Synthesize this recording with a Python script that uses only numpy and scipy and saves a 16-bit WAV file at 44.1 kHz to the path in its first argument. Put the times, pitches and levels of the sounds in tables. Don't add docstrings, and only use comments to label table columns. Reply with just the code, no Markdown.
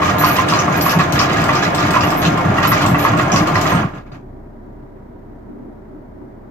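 import sys
import numpy as np
from scipy import signal
from scipy.fft import rfft, irfft
from scipy.io import wavfile

SR = 44100
rng = np.random.default_rng(int(sys.argv[2]) if len(sys.argv) > 2 else 0)


def inscribe(sig):
    pcm = np.round(np.clip(np.atleast_2d(sig).T, -1, 1) * 32767)
    wavfile.write(sys.argv[1], SR, pcm.astype(np.int16))


N = 286650
TIME = np.arange(N) / SR
BLOW_TIME = TIME[:SR // 2]
STOP_S, BRAKE_DB_PER_S = 3.797, 145


# start_s, level_db, pitch_hz, upper_modes_db
ROLLER_HITS = [(0.0195, -6, 1150, -17), (0.212, -9, 1204, -25.5), (0.2367, -1, 1080, -27),
               (0.3857, -2.5, 1040, -11), (0.523, -3, 1136, -30), (0.5576, -11, 1210, -25),
               (0.681, -8.5, 1090, -23), (0.8623, -4, 1085, -23.5), (0.938, -12, 1100, -21.5),
               (0.994, -6, 1170, -11.5), (1.1986, -8.5, 1084, -29), (1.491, -2.5, 1120, -14.5),
               (1.9443, -4, 1160, -26), (1.9629, -4.5, 1079, -16.5), (2.0346, -13, 1360, -3),
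               (2.123, -6.5, 1040, -21), (2.246, -18.5, 1100, -17), (2.374, -10.5, 917, -13),
               (2.583, -7, 1079, -8.5), (2.6508, -5, 1213, -16), (2.7172, -5, 1320, -12),
               (2.8428, -7.5, 1100, -20), (2.9454, -8.5, 1080, -8), (3.05, -0.5, 1070, -17),
               (3.1348, -10, 1220, -12), (3.196, -6.5, 1210, -9.5), (3.3417, -6.5, 1094, -17),
               (3.4822, -8.5, 1140, -24), (3.5554, -9.5, 1090, -3.5), (3.655, -9.5, 1210, -12.5),
               (3.718, -7.5, 1150, -13), (3.832, -14, 1184, -10), (4.1154, -44, 1300, -16)]
# pitch_hz, t60_s, level_db
ROLLER_MODES = [(942.4, 0.16, -10), (1093.8, 0.12, -2), (1147, 0.05, -8), (1195, 0.05, -9.5),
                (1342, 0.1, -5), (1490, 0.019, -10.5), (1700, 0.011, -3.5), (1960, .035, -5.5),
                (2050, .035, -18), (2656, 0.046, -10.5)]
# frequency_hz, level_db
SLAP_SPECTRUM = [(400, -25.5), (900, -9.5), (1200, 3), (1600, -7.5), (2400, -2.5), (3500, -12.5),
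                 (8000, -30)]

def clanks():
    rings, slaps = np.zeros((2, N))
    for start, db, hz, upper_db in ROLLER_HITS:
        body = ring(favour(ROLLER_MODES[:6], hz, width_hz=156), scatter_db=1.4, detune=0.025)
        upper = undb(upper_db + 9) * ring(ROLLER_MODES[6:], scatter_db=2.5, detune=0.031)
        add(rings, start, undb(db) * chatter(body + upper, span_s=0.025, bounce_db=-15))
        add(slaps, start, undb(db - 16) * burst(t60=0.035))
    return locker(rings + colour(slaps, SLAP_SPECTRUM), wet_db=-1, t60=0.19, pan_db=-3)


# start_s, level_db, pitch_hz, tumble_s
HULL_HITS = [(0.077, -12.5, 203, 0.046), (0.524, -8.5, 113, 0.017), (0.643, -5.5, 316, 0.013),
             (0.954, -1.5, 162, 0.009), (1.016, -11.5, 129, .015), (1.137, -3, 131, 0.015),
             (1.295, -11.5, 191, 0.03), (1.511, -17, 155, 0.024), (1.826, -11, 139, 0.037),
             (2.025, -10, 195, .02), (2.256, -3, 159, 0.011), (2.32, -5, 287, 0.017),
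             (2.442, -4.5, 154.5, 0.056), (2.682, -2, 135.7, 0.012), (2.861, -2, 178, 0.071),
             (3.01, -12, 185, .02), (3.097, -7.5, 115.4, 0.04), (3.32, -1.5, 165.5, 0.027),
             (3.397, -1, 304.5, 0.014), (3.546, -11.5, 116, 0.024), (3.74, -5, 101, 0.11)]

def thumps():
    track = np.zeros(N)
    push = 1 - np.exp(-BLOW_TIME / 0.014)
    for start, db, hz, _ in HULL_HITS:
        modes = [(hz, 0.17, 0), (hz * 0.696, 0.12, -8), (hz * 2, 0.1, -9)]
        add(track, start, undb(db) * push * ring(modes, scatter_db=1.5, detune=0.033))
    return locker(track, wet_db=-7.5, t60=0.14)


# start_s, level_db, pitch_hz
LANDINGS = [(0.1839, -15, 3830), (0.2444, -10.5, 4680), (0.367, -21, 5300), (0.498, -8.5, 5440),
            (0.536, -10, 4500), (0.589, -9.5, 5710), (0.8092, -14, 4780), (0.8938, -7.5, 5090),
            (1.191, -4, 5120), (1.5547, -14.5, 5120), (1.631, -16, 5660), (1.7794, -14, 4970),
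            (1.827, -17.5, 4200), (2.0073, -13, 4970), (2.2187, -13.5, 3720), (2.251, -8.5, 3600),
            (2.7283, -13.5, 5160), (3.318, -7.5, 5850), (3.36, -7.5, 5140), (3.556, -14, 4540),
            (4.1182, -40, 4030)]
# frequency_hz, level_db
CRACK_SPECTRUM = [(1200, -26.5), (2600, 8.5), (4500, -6), (6500, -1), (8200, -16), (9500, -31),
                  (15000, -36.5)]

def clinks():
    rings, cracks = np.zeros((2, N))
    for start, db, hz in LANDINGS:
        modes = [(partial, 0.036, 0) for partial in hz * np.geomspace(0.88, 1.17, num=6)]
        link = ring(modes, scatter_db=1.5, detune=0.02)
        add(rings, start, undb(db) * chatter(link, span_s=0.034, bounce_db=-15))
        add(cracks, start, undb(db - 1.5) * chatter(burst(t60=0.0096), span_s=0.05, bounce_db=-13))
    return locker(rings + colour(cracks, CRACK_SPECTRUM), wet_db=4, t60=0.16, pan_db=3)


# start_s, length_s, level_db
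CHAIN_JERKS = [(0.014, 0.093, -20), (0.204, 0.11, -20.5), (0.348, 0.067, -21.5), (0.476, 0.138, -23.5),
               (0.71, 0.075, -25), (0.85, 0.073, -21.5), (0.983, 0.041, -20.5), (1.148, 0.097, -19.5),
               (1.28, 0.07, -22), (1.358, 0.063, -22.5), (1.477, 0.12, -23.5), (1.617, 0.034, -19),
               (1.777, 0.096, -22), (1.929, 0.036, -20), (1.997, 0.098, -26.5), (2.22, 0.035, -21),
               (2.56, 0.041, -25), (2.623, 0.016, -15.5), (2.705, 0.12, -20.5), (2.981, 0.11, -23.5),
               (3.183, 0.038, -22.5), (3.354, 0.036, -23), (3.536, 0.049, -26), (3.656, 0.045, -21.5),
               (3.718, 0.059, -26.5)]
# start_s, length_s, level_db
SLACK_SETTLES = [(3.93, 0.053, -45.5), (4.055, .02, -55), (4.113, 0.043, -50)]

def running_chain():
    drag = running() * undb(0.07 * (TIME - STOP_S / 2))
    jerk = swells(CHAIN_JERKS, attack_s=0.007, t60=0.19)
    settle = swells(SLACK_SETTLES, attack_s=0.007, t60=0.19)
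    loose = power_sum(jerk, settle)
    return rumble(drag, settle) + grind(drag, settle) + rattle(loose) + jingle(loose)


def running():
    return undb(-BRAKE_DB_PER_S * np.maximum(TIME - STOP_S, 0))


# pitch_hz, width_hz, lift_db
PANEL_RESONANCES = [(89, 14, 3), (132.7, 12, 3), (167, 20, 4.5), (293.9, 24, 10), (516.5, 11, 5.5),
                    (616, 22, 6.5), (721, 13, 5.5), (792, 32, 5.5), (914, 33, 7.5), (1044.6, 40, 11.5),
                    (1157.5, 9.4, 5), (1200, 69, 10), (1380, 16, 0), (1391, 12, 14.5), (1540, 16, -1.5),
                    (1677, 16, 7.5), (2196, 25, 8.5)]
# frequency_hz, level_db
RUMBLE_SPECTRUM = [(35, -52), (55, -30.5), (80, -3), (110, -1.5), (180, -0.5), (240, -6.5), (330, -15),
                   (600, -65)]

def rumble(drag, settle):
    tumbles = [(start, length, db) for start, db, _, length in HULL_HITS]
    tumble = swells(tumbles, attack_s=0.015, t60=0.14)
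    hull = unit(colour(contacts(per_s=900, spread_db=2.2), RUMBLE_SPECTRUM, PANEL_RESONANCES))
    envelope = power_sum(undb(-20.5) * drag, undb(-11.5) * tumble, undb(13.5) * settle)
    return locker(hull * envelope, wet_db=-8, t60=0.073)


# frequency_hz, level_db
GRIND_SPECTRUM = [(120, -29), (240, -4.5), (350, 0.5), (460, -6), (540, -5), (650, -1.5), (950, -9),
                  (1250, -8.5), (1600, -10), (2300, -15.5), (3300, -24), (6000, -48)]

def grind(drag, settle):
    mid = colour(contacts(per_s=3000, spread_db=2), GRIND_SPECTRUM, PANEL_RESONANCES)
    side = colour(contacts(per_s=3000, spread_db=2), GRIND_SPECTRUM, PANEL_RESONANCES)
    envelope = power_sum(undb(-17.5) * drag, undb(12) * settle)
    return wide(mid, undb(-1.5) * side, side_hz=422) * envelope


# frequency_hz, level_db
RATTLE_SPECTRUM = [(600, -28.5), (1000, -9.5), (1300, 1.5), (1700, 2), (2400, 0), (3200, -8), (4500, -6),
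                   (9000, -46.5)]

def rattle(loose):
    taps = contacts(per_s=800, spread_db=3.6)
    rings = tinkles(low_hz=698, high_hz=3972, decay_cycles=7.6, spread_db=3.1, count=2500)
    links = unit(colour(taps + rings, RATTLE_SPECTRUM, PANEL_RESONANCES))
    envelope = power_sum(undb(-32) * running(), loose)
    return locker(links * envelope, wet_db=2.2, t60=0.1, pan_db=-4)


# frequency_hz, level_db
JINGLE_SPECTRUM = [(1500, -17), (3000, 3.5), (4000, -6.5), (5000, 0.5), (6600, 2.5), (8000, -12),
                   (9300, -20.5), (10500, -23.5), (12500, -12.5), (15500, -34)]
# pitch_hz, width_hz, lift_db
LINK_RESONANCES = [(8270, 220, 6.5), (11335, 120, 16), (12080, 120, 12), (12290, 100, 8), (12770, 130, 7)]

def jingle(loose):
    slide = swells([(start, 0.02015, db) for start, db, _ in LANDINGS], attack_s=0.0094, t60=0.24)
    taps = contacts(per_s=400, spread_db=1.8)
    rings = tinkles(low_hz=2500, high_hz=9000, decay_cycles=11, spread_db=4.4, count=2000)
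    heap = unit(colour(taps + undb(-5) * rings, JINGLE_SPECTRUM, LINK_RESONANCES))
    envelope = power_sum(undb(-42) * running(), undb(-12.5) * loose, undb(-23) * slide)
    return locker(heap * envelope, wet_db=12, t60=0.044, pan_db=6)


# start_s, level_db
SNAPS = [(0.367, -14.5), (0.4858, -11.5), (0.8117, -13.5), (0.989, -18), (1.1233, -13), (1.44, -15),
         (1.5342, -19), (1.748, -12.5), (1.907, -13), (2.104, -14.5), (2.3754, -22), (2.6712, -14.5),
         (2.821, -17), (2.8623, -12), (3.175, -21), (3.473, -17.5), (3.6126, -11.5)]
# frequency_hz, level_db
SNAP_SPECTRUM = [(1000, -8), (3000, 11.5), (8000, 3.5), (10000, -11.5), (13000, 2.5), (16000, -13)]

def ticks():
    track = np.zeros(N)
    for start, db in SNAPS:
        add(track, start, undb(db) * burst(t60=0.018))
    return locker(colour(track, SNAP_SPECTRUM), wet_db=3.7, t60=0.26, pan_db=2.5)


# start_s, level_db, pitch_hz
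FITTING_TOUCHES = [(0.184, -12.5, 12300), (0.2614, -12.5, 11800), (0.3044, -15, 11900),
                   (0.7622, -21.5, 11500), (0.813, -11, 11300), (0.8455, -13.5, 12400), (0.904, -19, 12000),
                   (2.0263, -27, 11300), (2.167, -20.5, 11900), (2.6744, -10.5, 12100),
                   (2.6838, -17, 12450), (2.883, -26.5, 12100), (2.9821, -19, 11200),
                   (3.0075, -17.5, 12100), (3.2244, -40, 8400), (3.384, -32.5, 8390), (3.6825, -25, 11300),
                   (3.7277, -28.5, 8400)]
# pitch_hz, t60_s, level_db
FITTING_MODES = [(8250, .12, -1), (8450, .1, -3), (11320, .14, 1), (11390, .1, -5), (12050, .13, -1),
                 (12110, .13, 0), (12280, .13, -1), (12750, .14, 1), (12830, .1, -5)]
# frequency_hz, level_db
RASP_SPECTRUM = [(10500, -20.5), (11250, 0.5), (11700, -6.5), (12100, 5), (12850, 0.5), (13500, -20)]

def grazes():
    rings, rasps = np.zeros((2, N))
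    for start, db, hz in FITTING_TOUCHES:
        touch = ring(favour(FITTING_MODES, hz, width_hz=900), scatter_db=1.64, detune=0.0015)
        add(rings, start, undb(db) * chatter(touch, span_s=0.035, bounce_db=-2.5, count=6))
        add(rasps, start, undb(db - 22.5) * burst(t60=0.16))
    return locker(rings + colour(rasps, RASP_SPECTRUM, LINK_RESONANCES), wet_db=1.5, t60=0.11)


def winch(pitch_hz=706):
    phase = 2 * np.pi * np.cumsum(pitch_hz * (1 + 0.012 * wander(10))) / SR
    shift = np.array([[1.3], [0]])
    return running() * undb(-29 + 2.5 * wander(5.3)) * np.sin(phase + shift)


# multiple, level_db
FIRING_HARMONICS = [(1, -5), (2, -12.5), (4, -16.5)]
# time_s, level_db
THROB_LEVELS = [(0.0, -43), (0.34, -42), (0.67, -55), (0.83, -44), (2.9, -37), (6.5, -44.5)]
# pitch_hz, level_db
HULL_HUMS = [(63.3, -52.5), (95.1, -51.5)]

def engine(firing_hz=30.3):
    phase = 2 * np.pi * np.cumsum(firing_hz * (1 + 0.006 * wander(0.83))) / SR
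    throb = sum(undb(db) * np.sin(k * phase + rng.uniform(0, 2 * np.pi)) for k, db in FIRING_HARMONICS)
    throb_db = np.interp(TIME, *np.transpose(THROB_LEVELS)) + 1.5 * wander(4.6)
    hum = sum(undb(db) * np.sqrt(2) * np.sin(2 * np.pi * hz * TIME) for hz, db in HULL_HUMS)
    return unit(throb) * undb(throb_db) + hum + joinery(phase)


# pitch_hz, width_hz, lift_db
WOOD_RESONANCES = [(193.6, 5.8, 9), (293, 14, 9), (371, 8.3, 4), (957, 38, 8)]
# frequency_hz, level_db
CLATTER_SPECTRUM = [(30, -12.5), (80, -6.5), (140, 0.5), (178, -10.5), (215, 2), (290, -5), (390, -3),
                    (480, -14.5), (630, -9.5), (950, -19.5), (1300, -24), (2000, -30.5), (2600, -44),
                    (4000, -48.5), (9000, -57.5), (15000, -56.5)]
# frequency_hz, level_db
BUZZ_SPECTRUM = [(120, -25), (240, 6), (380, 1), (480, -11), (650, -17), (1500, -32), (4000, -63)]
# start_s, length_s, level_db
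BUZZ_SWELLS = [(5.46, 0.23, -36), (5.89, 0.06, -36), (6.19, 0.038, -32)]

def joinery(phase):
    pulse = 1 + 0.089 * np.cos(phase)

    def woodwork(spectrum):
        mid, side = (colour(rng.standard_normal(N) * pulse, spectrum, WOOD_RESONANCES) for _ in range(2))
        return wide(mid, side, side_hz=350)

    clatter = woodwork(CLATTER_SPECTRUM) * undb(-38 - 0.2 * wander(8.7))
    buzz = woodwork(BUZZ_SPECTRUM) * swells(BUZZ_SWELLS, attack_s=0.025, t60=0.38)
    return clatter + buzz


# frequency_hz, level_db
HISS_SPECTRUM = [(11000, -21), (13800, -9.5), (14500, 0), (15300, -8), (16000, -20.5)]

def hiss():
    return undb(-79) * np.array([colour(noise, HISS_SPECTRUM) for noise in rng.standard_normal((2, N))])


def locker(x, wet_db, t60, pan_db=0):
    tail = np.array([burst(t60), burst(t60)]) * (1 - np.exp(-BLOW_TIME / 0.00022))
    tail = signal.sosfilt(signal.butter(2, 380, "high", fs=SR, output="sos"), tail)
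    response = undb(wet_db) * tail / np.sqrt(np.sum(tail ** 2) / 2)
    response[0, 0] += 1
    response[1, 5] += 1
    sides = undb(np.array([[pan_db], [-pan_db]]) / 2)
    return sides * signal.fftconvolve(x[None], response, axes=1)[:, :N] / np.sqrt(1 + undb(2 * wet_db))


def wide(mid, side, side_hz):
    side = signal.sosfilt(signal.butter(2, side_hz, "high", fs=SR, output="sos"), side)
    return unit(np.array([mid + side, mid - side]))


def ring(modes, scatter_db, detune):
    y = np.zeros(len(BLOW_TIME))
    for hz, t60, db in modes:
        weight, mistune, polarity = rng.standard_normal(3)
        tone = np.sin(2 * np.pi * hz * (1 + detune * mistune) * BLOW_TIME)
        y += undb(db + scatter_db * weight) * np.sign(polarity) * fade(t60) * tone
    return y / np.abs(y).max()


def favour(modes, hz, width_hz):
    return [(f, t60, db - ((f - hz) / width_hz) ** 2) for f, t60, db in modes]


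def chatter(sound, span_s, bounce_db, count=4):
    y = sound.copy()
    for when, size in rng.random((count, 2)):
        lag = 1 + int(when * span_s * SR)
        y[lag:] += undb(bounce_db) * (1 - when / 2) * (0.5 + size) * sound[:-lag]
    return y * np.linalg.norm(sound) / np.linalg.norm(y)


def contacts(per_s, spread_db):
    hit = rng.random(N) < per_s / SR
    polarity = rng.choice([-1, 1], N)
    size = undb(spread_db * np.minimum(rng.exponential(size=N), np.pi))
    return unit(hit * polarity * size)


def tinkles(low_hz, high_hz, decay_cycles, spread_db, count):
    track, t = np.zeros(N), TIME[:SR // 50]
    for when, pitch, chance in rng.random((count, 3)):
        hz = low_hz + pitch * (high_hz - low_hz)
        size = undb(-spread_db * np.log(max(chance, np.exp(-np.pi)))) * np.sqrt(hz)
        add(track, when * N / SR, size * np.exp(-t * hz / decay_cycles) * np.sin(2 * np.pi * hz * t))
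    return unit(track) * np.sqrt(2 * (high_hz - low_hz) / SR)


def colour(x, spectrum, peaks=()):
    size = 16384
    hz = np.maximum(np.arange(size // 2 + 1) * SR / size, 1)
    points, db = np.transpose(spectrum)
    smooth_db = np.interp(np.log(hz), np.log(points), db)
    peaks_db = sum(lift / (1 + (2 * (hz - centre) / width) ** 2) for centre, width, lift in peaks)
    cepstrum = irfft(np.log(unit(undb(smooth_db + peaks_db))))
    cepstrum[1:size // 2] *= 2
    cepstrum[size // 2 + 1:] = 0
    return signal.fftconvolve(x, irfft(np.exp(rfft(cepstrum))))[:len(x)]


def swells(events, attack_s, t60):
    power, t = np.zeros(N), TIME[:SR]
    for start, length, db in events:
        rise = np.minimum(t / attack_s, 1)
        decay = undb(-60 * np.maximum(t - length, 0) / t60)
        add(power, start, (undb(db) * rise * decay) ** 2)
    return np.sqrt(power)


def power_sum(*envelopes):
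    return np.sqrt(sum(e ** 2 for e in envelopes))


def burst(t60):
    return fade(t60) * rng.standard_normal(len(BLOW_TIME))


def fade(t60):
    return np.exp(-np.log(1000) * BLOW_TIME / t60)


def wander(hz):
    return unit(signal.sosfilt(signal.butter(2, hz, fs=SR, output="sos"), rng.standard_normal(N)))


def add(track, start_s, sound):
    i = int(start_s * SR)
    track[i:i + len(sound)] += sound[:N - i]


def undb(db):
    return 10 ** (np.asarray(db) / 20)


def unit(x):
    return x / np.sqrt(np.mean(x ** 2))


def scene():
    chain = clanks() + thumps() + clinks() + running_chain() + ticks() + grazes()
    return chain + winch() + engine() + hiss()


def record(dry, cutoff_hz=15550):
    return signal.sosfilt(signal.ellip(10, 0.1, 80, cutoff_hz, fs=SR, output="sos"), np.clip(dry, -1, 1))


dry = scene()
out = record(dry)
inscribe(out)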